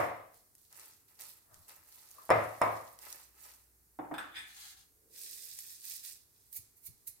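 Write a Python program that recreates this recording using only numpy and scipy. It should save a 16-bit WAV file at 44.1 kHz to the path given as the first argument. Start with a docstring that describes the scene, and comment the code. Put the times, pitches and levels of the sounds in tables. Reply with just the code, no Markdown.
"""A silicone spatula folds a thick, grainy mixture in a glass bowl: shear parts sticky threads in a
crackle, the mass squelches, seeds snap, and knocks on the stone counter excite the bowl's modes.
The stirring stops; a salt pot is opened to one side with a clatter and a scrape. Fingers dig in, rub
salt over the bowl and flick off the last grains, each a stream of tiny frictional impulses.
The live kitchen reverberates, and an appliance hums faintly."""
import sys
import numpy as np
from scipy import signal
from scipy.fft import rfft, irfft
from scipy.io import wavfile
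from scipy.ndimage import uniform_filter1d

SR = 44100
rng = np.random.default_rng(int(sys.argv[2]) if len(sys.argv) > 2 else 0)


def dump_mix(stems):
    """Bounce the given channels to the path in sys.argv[1] as a 16-bit WAV at rate SR."""
    frames = np.atleast_2d(stems).T  # one column per channel
    limited = np.clip(frames, -1, 1)  # hard clip at full scale
    pcm = np.round(limited * 32767).astype(np.int16)
    wavfile.write(sys.argv[1], SR, pcm)


N = 317520
TIME = np.arange(N) / SR
HZ = np.fft.rfftfreq(N, 1 / SR)
BAND_EDGE_HZ = 16000

# Levels in all tables are relative; each source applies its own gain.
# Reverberation time of the kitchen: frequency_hz, t60_s
ROOM_DECAY = [(100, .5), (500, 0.55), (1000, 0.54), (2000, 0.55), (4000, 0.66), (9000, 0.38), (15000, 0.16)]
# Likeness of the left and right channels: frequency_hz, correlation
COHERENCE = [(30, 1), (70, 0.43), (150, 0.59), (350, 0.37), (800, 0), (2000, 0), (16000, 0.31)]
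# Stereo balance at the bowl and at the hand: frequency_hz, left_minus_right_db
BOWL_BALANCE = [(200, -7.5), (800, 5), (2500, 2), (6000, -2.5), (9500, -3), (14000, -7)]
HAND_BALANCE = [(800, -2.5), (2500, 2.5), (6000, -3), (9500, -4), (14000, -9)]
# Spectrum of room air and hiss: frequency_hz, density_db
AIR_SPECTRUM = [(15, -36.5), (25, -8), (92, 2), (206, -9), (301, -6), (451, -7), (531, -13.5), (677, -15),
                (754, -13), (1480, -16), (1890, -16.5), (3250, -24.5), (4250, -17.5), (13200, -8),
                (16000, -14.5)]
# Rise and fall of the appliance hum: time_s, level_db
HUM_CURVE = [(0, -100), (2.1, -84), (3.1, -74.5), (3.7, -70.5), (4.4, -72.5), (5.4, -81.5), (7.2, -82)]

# Air pushed by the hand, and fingertips brushing each other: peak_s, level_db, rise_s, fall_s
AIR_PUFFS = [(1.585, -64, 0.046, 0.032), (6.596, -65, 0.013, 0.023), (6.891, -59.5, 0.011, 0.028),
             (7.095, -70.5, 0.0049, 0.022)]
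FINGER_FLICKS = [(6.531, -53, 0.0047, 0.01), (6.57, -40.5, 0.018, 0.0078), (6.773, -62, .008, 0.014),
                 (6.869, -44, 0.017, 0.0078), (7.075, -40, 0.0043, 0.011)]
# The arm reaching, the lid twisting off, fingers digging and rubbing: start_s, push_s, drag_s, level_db
ARM_REACH = (4.8, .3, .35, -76)
LID_TWIST = (4.315, .055, .035, -48)
SALT_DIGS = [(4.43, .06, 0.038, -59), (4.525, 0.046, 0.13, -54), (4.75, 0.022, 0.02, -61.5)]
SALT_PINCHES = [(5.075, 0.11, 0.4, -51), (5.575, .015, .16, -52.5), (5.76, 0.11, .085, -47),
                (6.005, 0.041, 0.046, -48), (6.25, .1, 0.24, -73.5), (6.94, 0.067, 0.037, -76.5)]
# Friction spectra of fingertips, heaped salt, pinched salt and the lid's rim: frequency_hz, density_db
SKIN_SPECTRUM = [(530, -52), (900, -29), (1470, -34), (2040, -14), (3260, -23), (4250, -11.5),
                 (4570, -13.5), (7400, -7), (8050, -4.5), (13800, 3.5), (16000, -2)]
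HEAP_SPECTRUM = [(350, -65), (600, -41), (758, -9.5), (823, -14), (1830, -4), (2650, -8.5), (4160, -2.5),
                 (5120, -6), (12200, -3.5), (16000, -5)]
PINCH_SPECTRUM = [(530, -45), (900, -20), (1320, -23), (1880, -7.5), (2140, -11), (2500, -6.5), (3110, -12),
                  (3510, -6), (4980, -1), (6640, -2), (8870, 1.5), (11100, -1), (14200, 1.5), (16000, -5)]
RIM_SPECTRUM = [(350, -48), (600, -20), (858, -13), (1160, -35), (1730, 2.5), (2990, -11), (3530, -5),
                (4400, -19), (7020, -21), (9890, -20), (16000, -22)]

# Bumps of the salt pot and its lid: start_s, level_db, clink_offset_db
POT_BUMPS = [(3.9895, -18, -31), (4.048, -29, -28), (4.113, -18, -43), (4.141, -31.5, 6.5), (4.156, -55, 5),
             (4.1823, -34, 15), (4.191, -39, -2)]
# The bowl rocking on stone: start_s, level_db, thump_offset_db, crack_offset_db, contact_hz, boost_db
BOWL_KNOCKS = [(-.03, -0.5, -11.5, 1, 2100, 0.5), (2.2933, -12.5, -5, -21.5, 814, 6.5),
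               (2.3037, 0, -1, 2, 2100, 3), (2.3098, -0.5, -4.5, -11, 626.8, 1),
               (2.6135, -17.5, -5, -21, 890, -2), (2.6165, -1, -6, 0.5, 980, 6)]
# Impact spectra of the pot, the lid and the bowl: frequency_hz, density_db
POT_SPECTRUM = [(59, -84), (100, -16.5), (223, -15.5), (304, 3.5), (395, -13), (506, -9), (657, -8.5),
                (799, -2), (1180, -15), (1350, -14), (1490, -21.5), (1970, -23), (5000, -66), (6500, -88),
                (11000, -120)]
CLATTER_SPECTRUM = [(290, -37), (500, -24), (1510, -2.5), (2070, -15.5), (3490, -22), (4340, -30),
                    (4800, -32), (6230, -34.5), (14000, -26.5), (16000, -38)]
KNOCK_SPECTRUM = [(41, -50.5), (70, -15), (103, -7.5), (214, -15), (309, -8.5), (404, -9), (529, 1),
                  (735, 3), (841, -5), (1190, -0.5), (1440, -10), (2120, -10), (2290, -16.5), (3120, -30),
                  (7000, -47.5), (9100, -69), (15400, -120)]
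# Normal modes of the lid and the glass bowl: pitch_hz, level_db, t60_s
LID_MODES = [(1310, -11, 0.068), (1530, -3, 0.097), (1710, -2.5, 0.32), (2500, -3, 0.064),
             (3516, 2.5, 0.042), (3574, -1.5, 0.035), (4970, -10.5, .07), (8270, -3.5, 0.055),
             (9870, -4.5, 0.037)]
BOWL_MODES = [(500, -6.5, 0.16), (644, -2.5, 0.4), (656, -5, .4), (710, -5, .42), (766, -12.5, .35),
              (922, 0.5, .42), (1022, -1, .38), (1063, -6, 0.25), (1116, -10.5, .35), (1230, -3.5, 0.45),
              (2024, -12.5, 0.27), (2232, -8, 0.46), (2435, -19, 0.49), (2700, -21, .3), (3590, -31, 0.61)]

# Seeds and crystals snapping against the glass: start_s, level_db
SEED_SNAPS = [(0.3436, -48), (0.5521, -45), (0.7272, -41), (0.7741, -42), (0.7961, -42), (1.1957, -38),
              (1.2104, -38), (1.3044, -41), (1.5434, -39), (1.6821, -45), (1.925, -40), (2.1131, -42),
              (2.9896, -36), (3.1273, -30), (5.5892, -29), (6.5281, -34)]
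# Bare silicone on glass: peak_s, level_db, rise_s, fall_s, pitch_hz, squeak_offset_db
SILICONE_RUBS = [(1.519, -69.5, 0.032, .1, 1250, -2), (2.186, -66.5, .03, 0.12, 1120, 14)]
# Strokes of the spatula: start_s, push_s, drag_s, crackle_db, squelch_db
SPATULA_STROKES = [(-.1, 0.038, 0.11, -52, -78.5), (.315, 0.029, 0.054, -65, -95),
                   (.52, 0.068, 0.3, -68, -101.5), (0.664, 0.12, 0.13, -56.5, -64),
                   (1.072, 0.011, 0.21, -68.5, -76), (1.174, 0.029, 0.11, -52, -60),
                   (1.48, .06, 0.17, -65, -83), (1.674, 0.0086, 0.074, -57.5, -60),
                   (1.74, .19, 1, -60, -71.5), (2.29, 0.0086, 0.25, -59, -73.5),
                   (2.612, .01, 0.19, -58, -73), (2.976, 0.055, 0.17, -52.5, -59),
                   (3.29, 0.16, 0.092, -56, -63.5)]
# Spectra of the parting threads and the sliding mass: frequency_hz, density_db
CRACKLE_SPECTRUM = [(1290, -28), (2200, -17.5), (4070, -2.5), (4960, -2.5), (7900, 0), (12900, 3),
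                    (15100, 4), (16000, -12)]
SQUELCH_SPECTRUM = [(150, -47.5), (250, -13.5), (621, -2), (680, -9.5), (752, -1), (858, -3.5),
                    (1540, -3.5), (1890, -3.5), (2800, -7), (3640, -37.5), (6160, -120)]


def gain_of(db):
    """Amplitude grows tenfold for every 20 dB."""
    return 10 ** (np.asarray(db) / 20)


def unit_rms(x):
    """Power normalisation: the mean of the two channels gets rms 1."""
    return x / np.sqrt(np.mean(x.mean(0) ** 2) + 1e-20)


def unit_energy(x):
    """Energy normalisation: the squares of each channel sum to 1."""
    return x / np.sqrt(np.sum(x ** 2, axis=-1, keepdims=True) + 1e-20)


def curve_at(points, hz):
    """Interpolation on a logarithmic frequency axis."""
    frequencies, values = np.transpose(points)
    return np.interp(np.log(hz + 1), np.log(frequencies + 1), values)


def add(mix, start_s, sound):
    """Superposition: a stereo sound joins the mix at its start time."""
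    at = round(start_s * SR)
    sound = sound[:, max(-at, 0):]
    part = mix[:, max(at, 0):][:, :sound.shape[1]]
    part += sound[:, :part.shape[1]]


def convolve(a, b):
    """Linear filtering by convolution, channel by channel."""
    return signal.fftconvolve(np.atleast_2d(a), np.atleast_2d(b), axes=1)[:, :N]


def pulse(spectrum, size=4096):
    """Minimum phase gives the sharpest causal pulse with a given spectrum."""
    hz = abs(np.fft.fftfreq(size, 1 / SR))
    log_gain = np.log(gain_of(np.maximum(curve_at(spectrum, hz), -100)))
    response = np.exp(np.conj(signal.hilbert(log_gain)))
    return unit_energy(np.fft.ifft(response).real[:size // 2])


def ring(modes):
    """Free vibration: a sum of damped modes, each with its own phase left and right."""
    t = TIME[:SR // 2]
    partials = (gain_of(db - 60 * t / t60) * np.sin(2 * np.pi * hz * t + rng.uniform(-1, 1, (2, 1)))
                for hz, db, t60 in modes)
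    return unit_energy(sum(partials))


def placed(x, balance):
    """A level difference between the channels gives each band its direction."""
    return irfft(rfft(x) * gain_of(np.outer([.5, -.5], curve_at(balance, HZ))), N)


def cohere(spectra, hz):
    """Spatial coherence: long waves arrive alike at two nearby points."""
    likeness = np.clip(curve_at(COHERENCE, hz), -1, 1)
    return np.array([spectra[0], likeness * spectra[0] + np.sqrt(1 - likeness ** 2) * spectra[1]])


def noise(spectrum):
    """Stationary Gaussian noise, coloured by a spectrum and partly coherent in the bass."""
    white = cohere(rfft(rng.standard_normal((2, N))), HZ)
    return unit_rms(irfft(white * gain_of(curve_at(spectrum, HZ)), N))


def reflections(t60_scale):
    """A diffuse field decays exponentially, each band at its own rate."""
    hz, t, bands = signal.stft(rng.choice([-1., 1.], (2, SR * 3 // 4)), SR, nperseg=256)
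    decay = gain_of(-60 * t / (t60_scale * curve_at(ROOM_DECAY, hz)[:, None]))
    tail = signal.istft(cohere(bands, hz[:, None]) * decay, SR, nperseg=256)[1]
    onset = np.clip(TIME[:tail.shape[1]] / 0.0016 - .5, 0, 1)
    return unit_energy(tail * onset)


def kitchen(x, near_db, far_db):
    """Reverberation: direct sound, early scatter from bowl and counter, and the room's tail."""
    response = gain_of(near_db) * reflections(0.16) + gain_of(far_db) * reflections(1)
    response[:, 0] += 1
    return convolve(x, unit_energy(response))


def grains(per_s, spread_db, pitches=24):
    """Shot noise: tiny snaps of random time and size at many pitches, white on average."""
    t, out = TIME[:128], np.zeros((2, N))
    per_pitch = max(1, int(per_s * N / SR / pitches))
    for hz in np.linspace(0, BAND_EDGE_HZ, pitches):
        at = rng.integers(0, N, N // 20)[:per_pitch]
        size = gain_of(spread_db * np.minimum(rng.exponential(1, N), 5))[at]
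        train = np.zeros((2, N))
        train[:, at] = size * rng.standard_normal((2, N))[:, at]
        snap = np.exp(-t / .00012) * np.cos(2 * np.pi * hz * t + rng.uniform(0, 2 * np.pi, (2, 1)))
        out += signal.oaconvolve(train, unit_energy(snap), axes=1)[:, :N]
    return unit_rms(out)


def rustle(envelope, spectrum, per_s, spread_db, near_db, far_db):
    """Source and filter: grains take the material's colour, follow a gesture and reverberate."""
    texture = unit_rms(convolve(grains(per_s, spread_db), pulse(spectrum)))
    return kitchen(envelope * texture, near_db, far_db)


def swell(peak_s, db, rise_s, fall_s):
    """Exponential growth and decay about the peak of a quick gesture."""
    return gain_of(db) * np.exp(-np.maximum((peak_s - TIME) / rise_s, (TIME - peak_s) / fall_s))


def strokes(rows, sag_db=-2, release_db_per_s=177):
    """Pressure builds in a push, sags in a drag and is released; overlapping strokes add in power."""
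    power = np.zeros(N)
    for start_s, push_s, drag_s, db in rows:
        t = TIME - start_s
        build = np.clip(t / push_s, 0, 1) ** 1.8
        drag_db = sag_db * np.clip((t - push_s) / drag_s, 0, 1)
        release_db = release_db_per_s * np.maximum(t - push_s - drag_s, 0)
        power += (build * gain_of(db + drag_db - release_db)) ** 2
    return np.sqrt(power)


def background(air_db=-70.5, hum_db=-2, hum_hz=60.3):
    """Broadband room air and hiss form a noise floor under the pure tone of an appliance."""
    times, levels_db = np.transpose(HUM_CURVE)
    fade = uniform_filter1d(1. * ((TIME >= times[0]) & (TIME <= times[-1])), size=600)
    hum = gain_of(hum_db + np.interp(TIME, times, levels_db)) * fade * np.sin(2 * np.pi * hum_hz * TIME)
    air = placed(noise(AIR_SPECTRUM), [(100, 2), (2000, -1), (6000, -1.5), (14000, -1.5)])
    return gain_of(air_db) * air + hum


def arm():
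    """Air displaced by the hand arrives as low puffs; the reaching arm rustles softly."""
    wind = noise([(25, -16), (60, -24), (95, -2), (170, -20), (400, -34), (1500, -62), (5000, -90)])
    puffs = sum(swell(*row) for row in AIR_PUFFS) * wind
    brushing = noise([(150, -18), (330, 0), (440, 6), (600, -6), (1500, -52), (5000, -72)])
    return placed(puffs, [(50, 3.8), (500, 1.8)]) + strokes([ARM_REACH]) * brushing


def flicks():
    """Sliding friction between fingertips makes short swishes of fine, even grit."""
    envelope = sum(swell(*row) for row in FINGER_FLICKS)
    swish = rustle(envelope, SKIN_SPECTRUM, per_s=15000, spread_db=1.5, near_db=-3.5, far_db=-4.5)
    return placed(swish, HAND_BALANCE)


def salt():
    """Granular friction: crystals grind in the pot, then between the fingers over the bowl."""
    dig = rustle(strokes(SALT_DIGS), HEAP_SPECTRUM, per_s=6000, spread_db=2.5, near_db=4.5, far_db=-18)
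    pinching = strokes(SALT_PINCHES)
    sprinkle = rustle(pinching, PINCH_SPECTRUM, per_s=5000, spread_db=2.9, near_db=-4, far_db=-11)
    return dig + placed(sprinkle, HAND_BALANCE)


def salt_pot(bumps_db=9, hollow_db=-8, chink_db=-6, rasp_db=-2, sing_db=-4):
    """Impacts excite the hollow pot and its lid; stick-slip at the rim rasps and rings the lid."""
    bumps = np.zeros((2, N))
    for start_s, db, clink_db in POT_BUMPS:
        blow = kitchen(pulse(POT_SPECTRUM), near_db=3, far_db=7.5)
        hollow = ring([(310, 12, 0.21), (750, -8, .28)])
        clatter = kitchen(pulse(CLATTER_SPECTRUM), near_db=-2.5, far_db=6)
        chink = kitchen(ring(LID_MODES), near_db=2, far_db=-1)
        add(bumps, start_s, gain_of(db) * blow)
        add(bumps, start_s, gain_of(db + hollow_db) * hollow)
        add(bumps, start_s, gain_of(db + clink_db) * clatter)
        add(bumps, start_s, gain_of(db + clink_db + chink_db) * chink)
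    slips = grains(per_s=2000, spread_db=1.5)
    rasp = gain_of(rasp_db) * unit_rms(convolve(slips, pulse(RIM_SPECTRUM)))
    sing = gain_of(sing_db) * unit_rms(convolve(slips, ring(LID_MODES)))
    scrape = kitchen(strokes([LID_TWIST]) * (rasp + sing), near_db=-2, far_db=-5)
    return gain_of(bumps_db) * bumps + scrape


def bowl_knocks(knock_db=8, ring_db=-9, thump_db=-12, crack_db=-22, thump_hz=109, width_octaves=.3):
    """Impact of glass on stone: a dull blow, the bowl's modes, a thump in the counter and a crack."""
    out, t, hz = np.zeros((2, N)), TIME[:SR], HZ[::20]
    thump_envelope = gain_of(-60 * t / .5) * (1 - np.exp(-t / 0.015))
    thump = unit_energy(np.sin(2 * np.pi * thump_hz * t) * thump_envelope) * np.ones((2, 1))
    for start_s, db, thump_offset_db, crack_offset_db, contact_hz, boost_db in BOWL_KNOCKS:
        # where the foot of the bowl lands decides which resonances stand out
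        emphasis_db = boost_db * np.exp(-(np.log2(hz / contact_hz) / width_octaves) ** 2)
        blow = pulse(np.transpose([hz, curve_at(KNOCK_SPECTRUM, hz) + emphasis_db]))
        add(out, start_s, gain_of(db) * kitchen(blow, near_db=-2, far_db=5))
        add(out, start_s, gain_of(db + ring_db) * ring(BOWL_MODES))
        add(out, start_s, gain_of(db + thump_offset_db + thump_db) * thump)
        crack = ring([(2600, 0.5, .012), (3700, -4.5, 0.0059), (5330, -1, 0.015), (7200, -0.5, .005),
                      (8940, 0, 0.011), (10200, 0.5, 0.0038), (13950, -7, .002)])
        crack = kitchen(crack, near_db=-5.5, far_db=-8.5)
        add(out, start_s, gain_of(db + crack_offset_db + crack_db) * crack)
    balance = [(100, -1.4), (700, 0.73), (2000, 0.9), (6000, 0.87), (14000, 0)]
    return gain_of(knock_db) * placed(out, balance)


def seed_snaps(glass_db=-9, left_minus_right_db=-2):
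    """Seeds snap against the bowl, whose ring is cut short by the damping of the mixture."""
    out = np.zeros((2, N))
    colour = pulse([(1000, -28.5), (3000, -10.5), (6000, -1.5), (10000, 2), (16000, -4)])
    for start_s, db in SEED_SNAPS:
        size = gain_of(db + left_minus_right_db * np.array([[.5], [-.5]]))
        splinters = rng.standard_normal((2, 400)) * np.exp(-TIME[:400] / .0008)
        snap = convolve(splinters, colour)
        glass = ring([(1050, -6.5, 0.016), (1890, 4, .015), (3070, -4, .015), (5400, -2, .012)])
        add(out, start_s, size * snap / abs(snap.mean(0)).max())
        add(out, start_s, size * gain_of(glass_db) * glass)
    return kitchen(out, near_db=-11, far_db=-12)


def silicone_rubs(squeak_rise_s=.003, squeak_fall_s=0.015):
    """Friction of silicone on glass gives a dull drag and, where it catches, a narrow-band squeak."""
    out = np.zeros((2, N))
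    for peak_s, db, rise_s, fall_s, hz, squeak_db in SILICONE_RUBS:
        drag = noise([(200, -25), (550, -1.5), (1300, 0), (1900, -8), (2800, -29), (6000, -60.5)])
        squeak = noise([(hz / 2, -60), (hz * .88, -18), (hz, 0), (hz * 1.13, -18), (hz * 2, -60)])
        out += swell(peak_s, db, rise_s, fall_s) * drag
        out += swell(peak_s, db + squeak_db, squeak_rise_s, squeak_fall_s) * squeak
    return placed(kitchen(out, near_db=-5.5, far_db=-7.5), BOWL_BALANCE)


def stirring(crackle_db=-1, squelch_db=-1.5):
    """Shear parts sticky threads in a fine crackle while the heavy mass squelches along the glass."""
    shear = strokes([(*timing, db) for *timing, db, _ in SPATULA_STROKES],
                    sag_db=-5, release_db_per_s=140.5)
    # the squelch sags further as the mass gives way
    slide = strokes([(*timing, db) for *timing, _, db in SPATULA_STROKES],
                    sag_db=-10.5, release_db_per_s=110)
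    crackle = rustle(shear, CRACKLE_SPECTRUM, per_s=5900, spread_db=4, near_db=-3, far_db=-13.5)
    squelch = rustle(slide, SQUELCH_SPECTRUM, per_s=1600, spread_db=2.4, near_db=-3, far_db=-6)
    return placed(gain_of(crackle_db) * crackle + gain_of(squelch_db) * squelch, BOWL_BALANCE)


def scene():
    """Superposition: the pressures of all the sources add."""
    bowl = stirring() + silicone_rubs() + seed_snaps() + bowl_knocks()
    return bowl + salt_pot() + salt() + flicks() + arm() + background()


def record(dry):
    """A linear-phase low-pass filter limits the bandwidth."""
    low_pass = signal.firwin(511, BAND_EDGE_HZ, window=("kaiser", 9), fs=SR)
    return signal.oaconvolve(dry, low_pass[None], "same")


dry = scene()
out = record(dry)
dump_mix(out)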